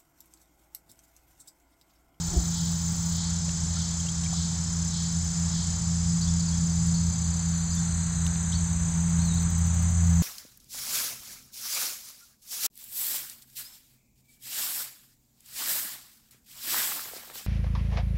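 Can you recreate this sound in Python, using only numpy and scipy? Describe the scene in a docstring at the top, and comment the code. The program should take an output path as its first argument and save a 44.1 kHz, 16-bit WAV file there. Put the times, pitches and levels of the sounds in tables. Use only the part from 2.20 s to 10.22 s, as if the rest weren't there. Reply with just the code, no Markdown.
"""An engine drones under a highway bridge and slowly grows, over deck rumble and tyre wash, above a summer creek.
Engines are sines with noise bands; road, cicada and katydid are shaped noise; cricket strokes are sagging tones.
A cicada pulses and winds down; a katydid buzzes, later ticks and buzzes again, very high.
A soft low noise thump, as of wind or a knock on the microphone, comes early; a wader makes drips (rising
bubble tones) and tackle clicks (noise rings); a small bird chirps in gliding sines."""
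import sys
import numpy as np
from scipy import signal
from scipy.fft import rfft, irfft, next_fast_len
from scipy.io import wavfile
from scipy.ndimage import map_coordinates

SR = 44100
rng = np.random.default_rng(int(sys.argv[2]) if len(sys.argv) > 2 else 0)


def store_pcm(level_fs):
    """Save levels as 16-bit WAV."""
    pcm = np.round(np.clip(level_fs, -1, 1) * 32767).astype(np.int16)
    wavfile.write(sys.argv[1], SR, np.atleast_2d(pcm).T)


N = 353770
T = np.arange(N) / SR  # seconds

# Main engine speed. Each row: time in seconds, firing rate in Hz.
FIRING_RATE = [(0, 84.33), (2, 83.97), (4, 84.22), (6, 83.98), (8, 84.07)]
# Exhaust tone at the firing rate. Each row: time in seconds, rms level in dB before trim.
FIRING_LEVEL = [(0, -38.5), (1, -33.5), (2, -35.5), (4.2, -32.5), (6.8, -31.5), (7.4, -25.5), (8, -22.5)]
# Its octave, which booms under the deck. Each row: time in seconds, rms level in dB before trim.
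OCTAVE_LEVEL = [(0.0, -34), (0.33, -30.5), (2.45, -32.5), (2.56, -29.5), (3.41, -30), (3.45, -33.5),
                (3.76, -27.5), (4.81, -26), (4.9, -29), (6.68, -29), (6.77, -25.5), (7.71, -31), (8.0, -21)]
FIRING_TRIM_DB, OCTAVE_TRIM_DB = -0.5, -0.02
# Weaker tones of other engines. Each row: pitch in Hz, level in dB before their common growth.
OTHER_ENGINE_TONES = [(46, -51.5), (115.5, -44), (204, -52.5), (221, -59.5)]
# A slower engine beats against the main one.
RIVAL_HZ, RIVAL_DRIFT_HZ, RIVAL_PEAK_DB = 79.9, 0.9, -37.5
RIVAL_PASSES_S, RIVAL_SPREAD_S = 5, 1.46

# Deck rumble spectrum. Each row: frequency in Hz, relative density in dB per Hz.
RUMBLE_SPECTRUM = [(18, -10), (32, -12), (45, -6), (65, 1), (100, -4), (135, -5.5), (160, 2), (190, -11.5),
                   (250, -15.5), (300, -24.5), (450, -29.5), (900, -55)]
RUMBLE_START_DB, RUMBLE_GROWTH_DB_PER_S = -37.8, 0.28  # the deck shakes harder as traffic nears
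# Tyre wash spectrum. Each row: frequency in Hz, relative density in dB per Hz.
TYRE_SPECTRUM = [(200, -6), (420, -7.5), (600, -3), (740, 1.5), (880, 2.5), (1150, 0.5), (1650, -1),
                 (2200, -5.5), (2900, -10), (5500, -10.5), (9500, -23.5), (11500, -33.5), (16000, -29)]
# Tyre wash. Each row: time in seconds, level in dB before trim.
TYRE_LEVEL = [(0, -53), (1.5, -52.5), (4.6, -52.5), (6.2, -51.5), (7, -49.5), (8, -48.5)]
TYRE_TRIM_DB = 4.0
# Tread whine of passing vehicles.
# Each row: loudest time in seconds, spread in seconds, pitch in Hz, width in Hz, peak level in dB.
TREAD_WHINES = [(0, 1.7, 863, 90, -56.5), (0, 1.4, 1384, 110, -59.5), (6.0, 0.75, 1560, 905, -52)]

# Far cricket chorus spectrum. Each row: frequency in Hz, relative density in dB per Hz.
CHORUS_SPECTRUM = [(5600, -64), (5950, -5), (6080, -32), (6400, -12), (6700, -1.5), (7080, 1.5),
                   (7400, -7.5), (7560, -3), (7780, -7), (8020, -4.5), (8250, -12.5), (8700, -22),
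                   (9500, -43.5)]
# Near crickets. Each row: start in seconds, end in seconds, first stroke in seconds, pitch in Hz, fall in Hz,
# sounding share of the cycle 0-1, rms level in dB, echo in dB re song, octave in dB re fundamental.
NEAR_CRICKETS = [(-1, 9, .004, 6280, 170, .73, -41, -13, -27), (-1, 5.7, .012, 7170, 170, .6, -44, -5, -42),
                 (-1, 9, .006, 7975, 140, .6, -48.5, -6, -45),
                 (5.5, 7.8, .005, 8385, 130, .55, -48.3, -8, -45)]
# Wing stroke rates of the near crickets. Each entry: strokes per second.
CRICKET_STROKES_PER_S = [32.96, 34.2, 47.7, 57.2]

# Near cicada: effort sinks in an S-curve; pitch, bandwidth and loudness follow it.
CICADA_DB, CICADA_FULL_HZ, CICADA_SPENT_HZ = -44.5, 5227, 3612
CICADA_FULL_WIDTH_HZ, CICADA_SPENT_WIDTH_HZ = 1050, 600
CICADA_TIRES_S, CICADA_WIND_DOWN_S, CICADA_FADE_DB_PER_DECADE = 5.5, 0.6, 17.5
# Even surges while it is fresh.
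SURGE_COUNT, SURGE_FIRST_S, SURGE_PERIOD_S, SURGE_DB = 6, 0.39, 0.596, -41.5
SURGE_RISE_S, SURGE_FALL_S = 0.054, 0.12
# Spectrum of surges and far cicadas. Each row: frequency in Hz, relative density in dB per Hz.
RASP_SPECTRUM = [(2700, -39), (3000, -5), (3200, 1.5), (3550, 1.5), (4150, 5), (4800, 4.5), (5400, 2),
                 (6200, -46)]
# Far cicadas. Each row: time in seconds, level in dB.
FAR_CICADA_LEVEL = [(0, -46.5), (4.2, -49.5), (6, -53), (8, -55)]

# Katydid buzzes. Each row: start in seconds, end in seconds, strokes per second, peak level in dB.
BUZZES = [(0.001, .98, 29.0, -49), (7.832, 8.05, 28, -54)]
# Katydid wing resonance. Each row: frequency in Hz, relative density in dB per Hz.
WING_SPECTRUM = [(7500, -13), (9500, -8.5), (11500, -12.5), (13300, -8), (14200, -4), (14650, 2),
                 (15000, -2), (15500, -4)]
# The katydid warms up: ticks come closer over TICK_HURRY_S and louder over TICK_SWELL_S.
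TICK_COUNT, TICK_FIRST_S, TICK_RISE_S, TICK_FALL_S = 15, 6.5, 0.0047, 0.007
TICK_SLOW_GAP_S, TICK_FAST_GAP_S, TICK_HURRY_S = 0.102, 0.0807, (6.66, 6.98)
TICK_SOFT_DB, TICK_LOUD_DB, TICK_SWELL_S = -59.5, -46.5, (6.7, 7.25)

# Soft low thump. Each row: centre in Hz, width in Hz, peak level in dB.
THUMP_BANDS = [(57, 26, -24.5), (322, 130, -37), (736, 170, -43.5)]
THUMP_S, THUMP_SPREAD_S = 0.17, 0.048
# Drips. Each row: time in seconds, starting bubble pitch in Hz, level in dB before the attack.
DRIP_BUBBLES = [(1.282, 570, -35), (1.568, 1360, -33), (1.8, 3200, -32.5), (1.85, 600, -39),
                (1.867, 2800, -36), (1.885, 3210, -28.5), (2.046, 3200, -34), (2.062, 2300, -33.5),
                (2.128, 760, -29.5), (2.137, 1150, -35)]
DRIP_T60_S, DRIP_ATTACK_S, DRIP_GLIDE_SHARE = 0.034, 0.0013, 0.063
# Tackle clicks. Each row: time in seconds, starting level in dB, ring centre in Hz.
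TACKLE_CLICKS = [(1.293, -32, 3440), (1.888, -36, 3600), (2.038, -30, 4300), (2.19, -49, 10000),
                 (4.669, -40.5, 10200), (5.551, -38, 10800), (6.065, -35, 10400), (6.066, -25.5, 4420),
                 (6.158, -33, 3700)]
CLICK_DECAY_S, CLICK_WIDTH_HZ = 0.0015, 2800

# Bird chirps. Each row: start in seconds, length in seconds, top pitch in Hz, place of the top in the note 0-1,
# arch as share of pitch lost one length from the top, peak level in dB before flutter.
CHIRPS = [(4.012, 0.03, 4700, .5, .9, -36), (4.036, 0.03, 5970, .6, .4, -42),
          (4.068, .022, 3520, 0.7, .3, -44), (4.084, .018, 6000, 0, .23, -38),
          (4.19, .022, 4730, .17, 0.24, -39), (4.268, .028, 4800, 0.03, 0.165, -40),
          (4.325, .018, 3360, .45, .1, -44.5), (4.74, 0.027, 4590, .5, .55, -37.5),
          (5.505, .032, 4950, .42, .55, -39.5), (5.53, .06, 5950, .35, .38, -46),
          (5.568, .02, 3550, .5, .1, -44), (6.318, .034, 6000, 0.97, .45, -46),
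          (6.322, .042, 4490, 0.81, 0.54, -39), (7.17, .022, 4270, .9, .25, -42)]
# Long wavering whistle of the bird. Each row: time in seconds, pitch in Hz.
WHISTLE_PITCH = [(6.992, 3790), (7.015, 4260), (7.04, 4440), (7.09, 3980), (7.135, 3700), (7.155, 4100),
                 (7.172, 4750)]
WHISTLE_DB, BIRD_EDGE_S = -44.5, 0.0027  # edge: attack and release

TOP_HZ = 15600


def undb(db):
    """Decibels to gain."""
    return 10 ** (np.asarray(db) / 20)


def unit(x):
    """Scale to rms 1."""
    return x / np.sqrt(np.mean(x ** 2) + 1e-20)


def curves(table):
    """Each column of a timed table, joined by straight lines."""
    s, *columns = np.transpose(table)
    return [np.interp(T, s, c) for c in columns]


def shaped(gain):
    """Noise of rms 1 whose spectrum follows gain(Hz)."""
    size = next_fast_len(N, True)
    hz = np.maximum(np.arange(size // 2 + 1) * SR / size, 1)
    spectrum = rfft(rng.standard_normal(size)) * gain(hz)
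    return unit(irfft(spectrum, size)[:N])


def coloured(points):
    """Noise through (Hz, dB) points on a log frequency axis, rolled off past both ends."""
    hz, db = np.transpose(points)

    def gain(f):
        low_cut = 1 + (hz[0] / f / 2) ** 2
        high_cut = 1 + (f / hz[-1] / 2) ** 2
        return undb(np.interp(np.log(f), np.log(hz), db)) / low_cut / high_cut

    return shaped(gain)


def resonance(hz, width_hz):
    """Noise in a resonance whose width is taken at half amplitude."""
    return shaped(lambda f: 1 / (1 + ((f - hz) / width_hz * 2) ** 2))


def walk(rate_hz):
    """Smooth random drift of spread about 1, changing about rate_hz times a second."""
    knots = rng.standard_normal(4096)
    drift = map_coordinates(knots, [T[::32] * rate_hz], order=3, mode="wrap")
    return drift.repeat(32)[:N]


def turns(hz):
    """Running phase, in radians, of a moving frequency."""
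    return 2 * np.pi * np.cumsum(hz) / SR


def echo(x, t60_s):
    """Diffuse reflections from banks and concrete: decaying noise of unit energy after a 4 ms gap."""
    t = T[:SR]
    tail = rng.standard_normal(SR) * undb(-60 * t / t60_s) * (t > 0.004)
    return signal.fftconvolve(x, tail / np.sqrt(np.sum(tail ** 2)))[:N]


def engines():
    """A near-steady exhaust tone with a strong octave; a slower engine beats against it, others waver and grow."""
    hz, = curves(FIRING_RATE)
    firing_db, = curves(FIRING_LEVEL)
    octave_db, = curves(OCTAVE_LEVEL)
    phase = turns(hz * (1 + 0.0026 * walk(6)))
    firing = undb(firing_db + FIRING_TRIM_DB + 1.2 * walk(12)) * np.sin(phase + 0.31 * walk(11))
    octave_wave = np.sin(2 * phase) + undb(-32) * np.sin(3 * phase)  # with a trace of third harmonic
    octave = undb(octave_db + OCTAVE_TRIM_DB + 1.1 * walk(11)) * octave_wave
    nearness = 1 / np.hypot(1, (T - RIVAL_PASSES_S) / RIVAL_SPREAD_S)
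    rival_wave = np.sin(turns(RIVAL_HZ + RIVAL_DRIFT_HZ * walk(1.97)))
    rival = undb(RIVAL_PEAK_DB) * nearness * rival_wave
    others = sum(undb(db) * resonance(f, 4.6) for f, db in OTHER_ENGINE_TONES)
    growth_db = np.interp(T, [1.5, 4.2], [-6, 1.5])
    return np.sqrt(2) * (firing + octave + rival) + others * undb(growth_db)  # sqrt(2): sine levels are rms


def road():
    """Wheels shake the deck, tyres hiss beyond its edge; single vehicles' treads sing as they pass."""
    rumble_db = RUMBLE_START_DB + RUMBLE_GROWTH_DB_PER_S * T + 1.0 * walk(8.9)
    rumble = coloured(RUMBLE_SPECTRUM) * undb(rumble_db)
    tyre_db, = curves(TYRE_LEVEL)
    wash = coloured(TYRE_SPECTRUM) * undb(tyre_db + TYRE_TRIM_DB + 0.5 * walk(9.8))
    whine = 0
    for peak_s, spread_s, hz, width_hz, db in TREAD_WHINES:
        passing = np.exp(-((T - peak_s) / spread_s) ** 2)
        whine = whine + undb(db) * resonance(hz, width_hz) * passing
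    return rumble + wash + whine


def crickets():
    """Each stroke is a short tone that catches once and sags as the wing slows; far singers blur into a band."""
    out = coloured(CHORUS_SPECTRUM) * undb(-38.5 + 0.5 * walk(12.0))
    for rate, row in zip(CRICKET_STROKES_PER_S, NEAR_CRICKETS):
        start_s, end_s, first_s, hz, fall_hz, share, db, echo_db, octave_db = row
        cycle = ((T - first_s) * rate + 0.012 * walk(3)) % 1
        stroke = np.minimum(cycle / share, 1)  # silent at 1
        catch = np.exp(-((stroke - 0.58) / 0.06) ** 2)
        phase = turns(hz - fall_hz * stroke ** 2.5 + 24 * walk(300))
        flutter = undb(0.4 * walk(30) + 1.7 * walk(500))
        force = np.abs(np.sin(np.pi * stroke)) ** 0.6 * (1 - 0.55 * catch) * flutter
        fundamental = unit(force * np.sin(phase))
        octave = unit(force ** 2 * (1 - stroke) * np.sin(2 * phase))  # the file bites hardest early
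        singing = np.clip((T - start_s) / 0.2, 0, 1) * np.clip((end_s - T) / 0.023, 0, 1)
        song = (fundamental + undb(octave_db) * octave) * undb(db) * singing
        out = out + song + undb(echo_db) * echo(song, 0.32)
    return out


def reflected(x):
    """A few hard reflections off deck and water comb the sound into fixed fine bands."""
    lags = rng.integers(150, 1300, 7)  # samples
    return unit(x + 0.25 * sum(np.roll(x, lag) for lag in lags))


def surges(count):
    """Evenly spaced swells that rise faster than they fall."""
    since_s = T - SURGE_FIRST_S - SURGE_PERIOD_S * np.arange(count)[:, None]
    spread_s = np.where(since_s < 0, SURGE_RISE_S, SURGE_FALL_S)
    return np.exp(-0.5 * (since_s / spread_s) ** 2).sum(axis=0)


def cicada():
    """Rapid tymbal buckles ring the abdomen; the song surges, then sinks in pitch, narrows and dies away."""
    effort = 1 / (1 + np.exp((T - CICADA_TIRES_S) / CICADA_WIND_DOWN_S))
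    buckles = 1 + 0.16 * np.sin(turns(260 + 25 * walk(22)))
    phase = turns(CICADA_SPENT_HZ + (CICADA_FULL_HZ - CICADA_SPENT_HZ) * effort)

    def ring(width_hz):
        """Noise band riding on the moving pitch."""
        return resonance(0, width_hz) * np.sin(phase) + resonance(0, width_hz) * np.cos(phase)

    fresh = ring(CICADA_FULL_WIDTH_HZ) * np.sqrt(effort)
    spent = ring(CICADA_SPENT_WIDTH_HZ) * np.sqrt(1 - effort)
    song_db = CICADA_DB + CICADA_FADE_DB_PER_DECADE * np.log10(effort)
    song = reflected((fresh + spent) * buckles) * undb(song_db)
    far_db, = curves(FAR_CICADA_LEVEL)
    rasp_gain = np.hypot(undb(SURGE_DB) * surges(SURGE_COUNT), undb(far_db + 0.23 * walk(8)))
    return song + reflected(coloured(RASP_SPECTRUM) * buckles) * rasp_gain


def ticks(count):
    """Single scrapes that hurry and swell."""
    force, s = 0, TICK_FIRST_S
    for _ in range(count):
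        db = np.interp(s, TICK_SWELL_S, [TICK_SOFT_DB, TICK_LOUD_DB])
        spread_s = np.where(T < s, TICK_RISE_S, TICK_FALL_S)
        force = force + undb(db) * np.exp(-np.abs(T - s) / spread_s)
        s = s + np.interp(s, TICK_HURRY_S, [TICK_SLOW_GAP_S, TICK_FAST_GAP_S])
    return force


def katydid():
    """A toothed file scrapes in buzzes and single ticks; teeth catch with uneven force."""
    force = ticks(TICK_COUNT)
    for start_s, end_s, rate, db in BUZZES:
        strokes = undb(4.5 * (np.cos(2 * np.pi * rate * (T - start_s)) - 1))
        force = force + undb(db) * strokes * (T > start_s - 0.01) * (T < end_s)
    teeth = undb(1.4 * walk(1000))
    return force * unit(teeth * coloured(WING_SPECTRUM))


def thump():
    """A soft low thump, as of wind or a knock on the microphone: noise bands that swell and fade."""
    push = np.exp(-np.abs(T - THUMP_S) / THUMP_SPREAD_S)
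    return push * sum(undb(db) * resonance(hz, width_hz) for hz, width_hz, db in THUMP_BANDS)


def wader():
    """Drops ring in the creek as rising bubbles; tackle clicks close by as short noise rings."""
    out, t = np.zeros(N), T[:SR // 5]
    ring = np.exp(-np.log(1000) * t / DRIP_T60_S) * (1 - np.exp(-t / DRIP_ATTACK_S))
    glide = 1 + DRIP_GLIDE_SHARE * np.minimum(t / DRIP_T60_S, 1)
    for s, hz, db in DRIP_BUBBLES:
        at = int(s * SR)
        out[at:at + len(t)] += undb(db) * ring * np.sin(turns(hz * glide))
    for s, db, hz in TACKLE_CLICKS:
        at = int(s * SR)
        out[at:at + len(t)] += undb(db) * np.exp(-t / CLICK_DECAY_S) * resonance(hz, CLICK_WIDTH_HZ)[:len(t)]
    return out


def bird():
    """Quick chirps on parabolic pitch arches and one long whistle ring on under the bridge."""
    edge_s = np.minimum(T - WHISTLE_PITCH[0][0], WHISTLE_PITCH[-1][0] - T)
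    whistle_hz, = curves(WHISTLE_PITCH)
    out = undb(WHISTLE_DB) * np.clip(edge_s / BIRD_EDGE_S, 0, 1) * np.sin(turns(whistle_hz))
    for start_s, length_s, top_hz, top_at, arch, db in CHIRPS:
        u = np.linspace(0, 1, int(length_s * SR))  # place in the note
        hz = top_hz * (1 - arch * (u - top_at) ** 2)
        fade = np.clip(np.minimum(u, 1 - u) * length_s / BIRD_EDGE_S, 0, 1)
        at = int(start_s * SR)
        out[at:at + len(u)] += undb(db) * fade * np.sin(turns(hz))
    out = out * undb(1.6 * walk(150))  # flutter
    return out + undb(-3.5) * echo(out, 0.5)


def scene():
    """Everything as heard from the middle of the creek."""
    return (engines() + road() + crickets() + cicada() + katydid() + thump() + wader() + bird())[None]


def record(dry):
    """A steep elliptic low-pass cuts the very top."""
    return signal.sosfilt(signal.ellip(10, 0.2, 80, TOP_HZ, fs=SR, output="sos"), dry)


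dry = scene()
out = record(dry)
store_pcm(out)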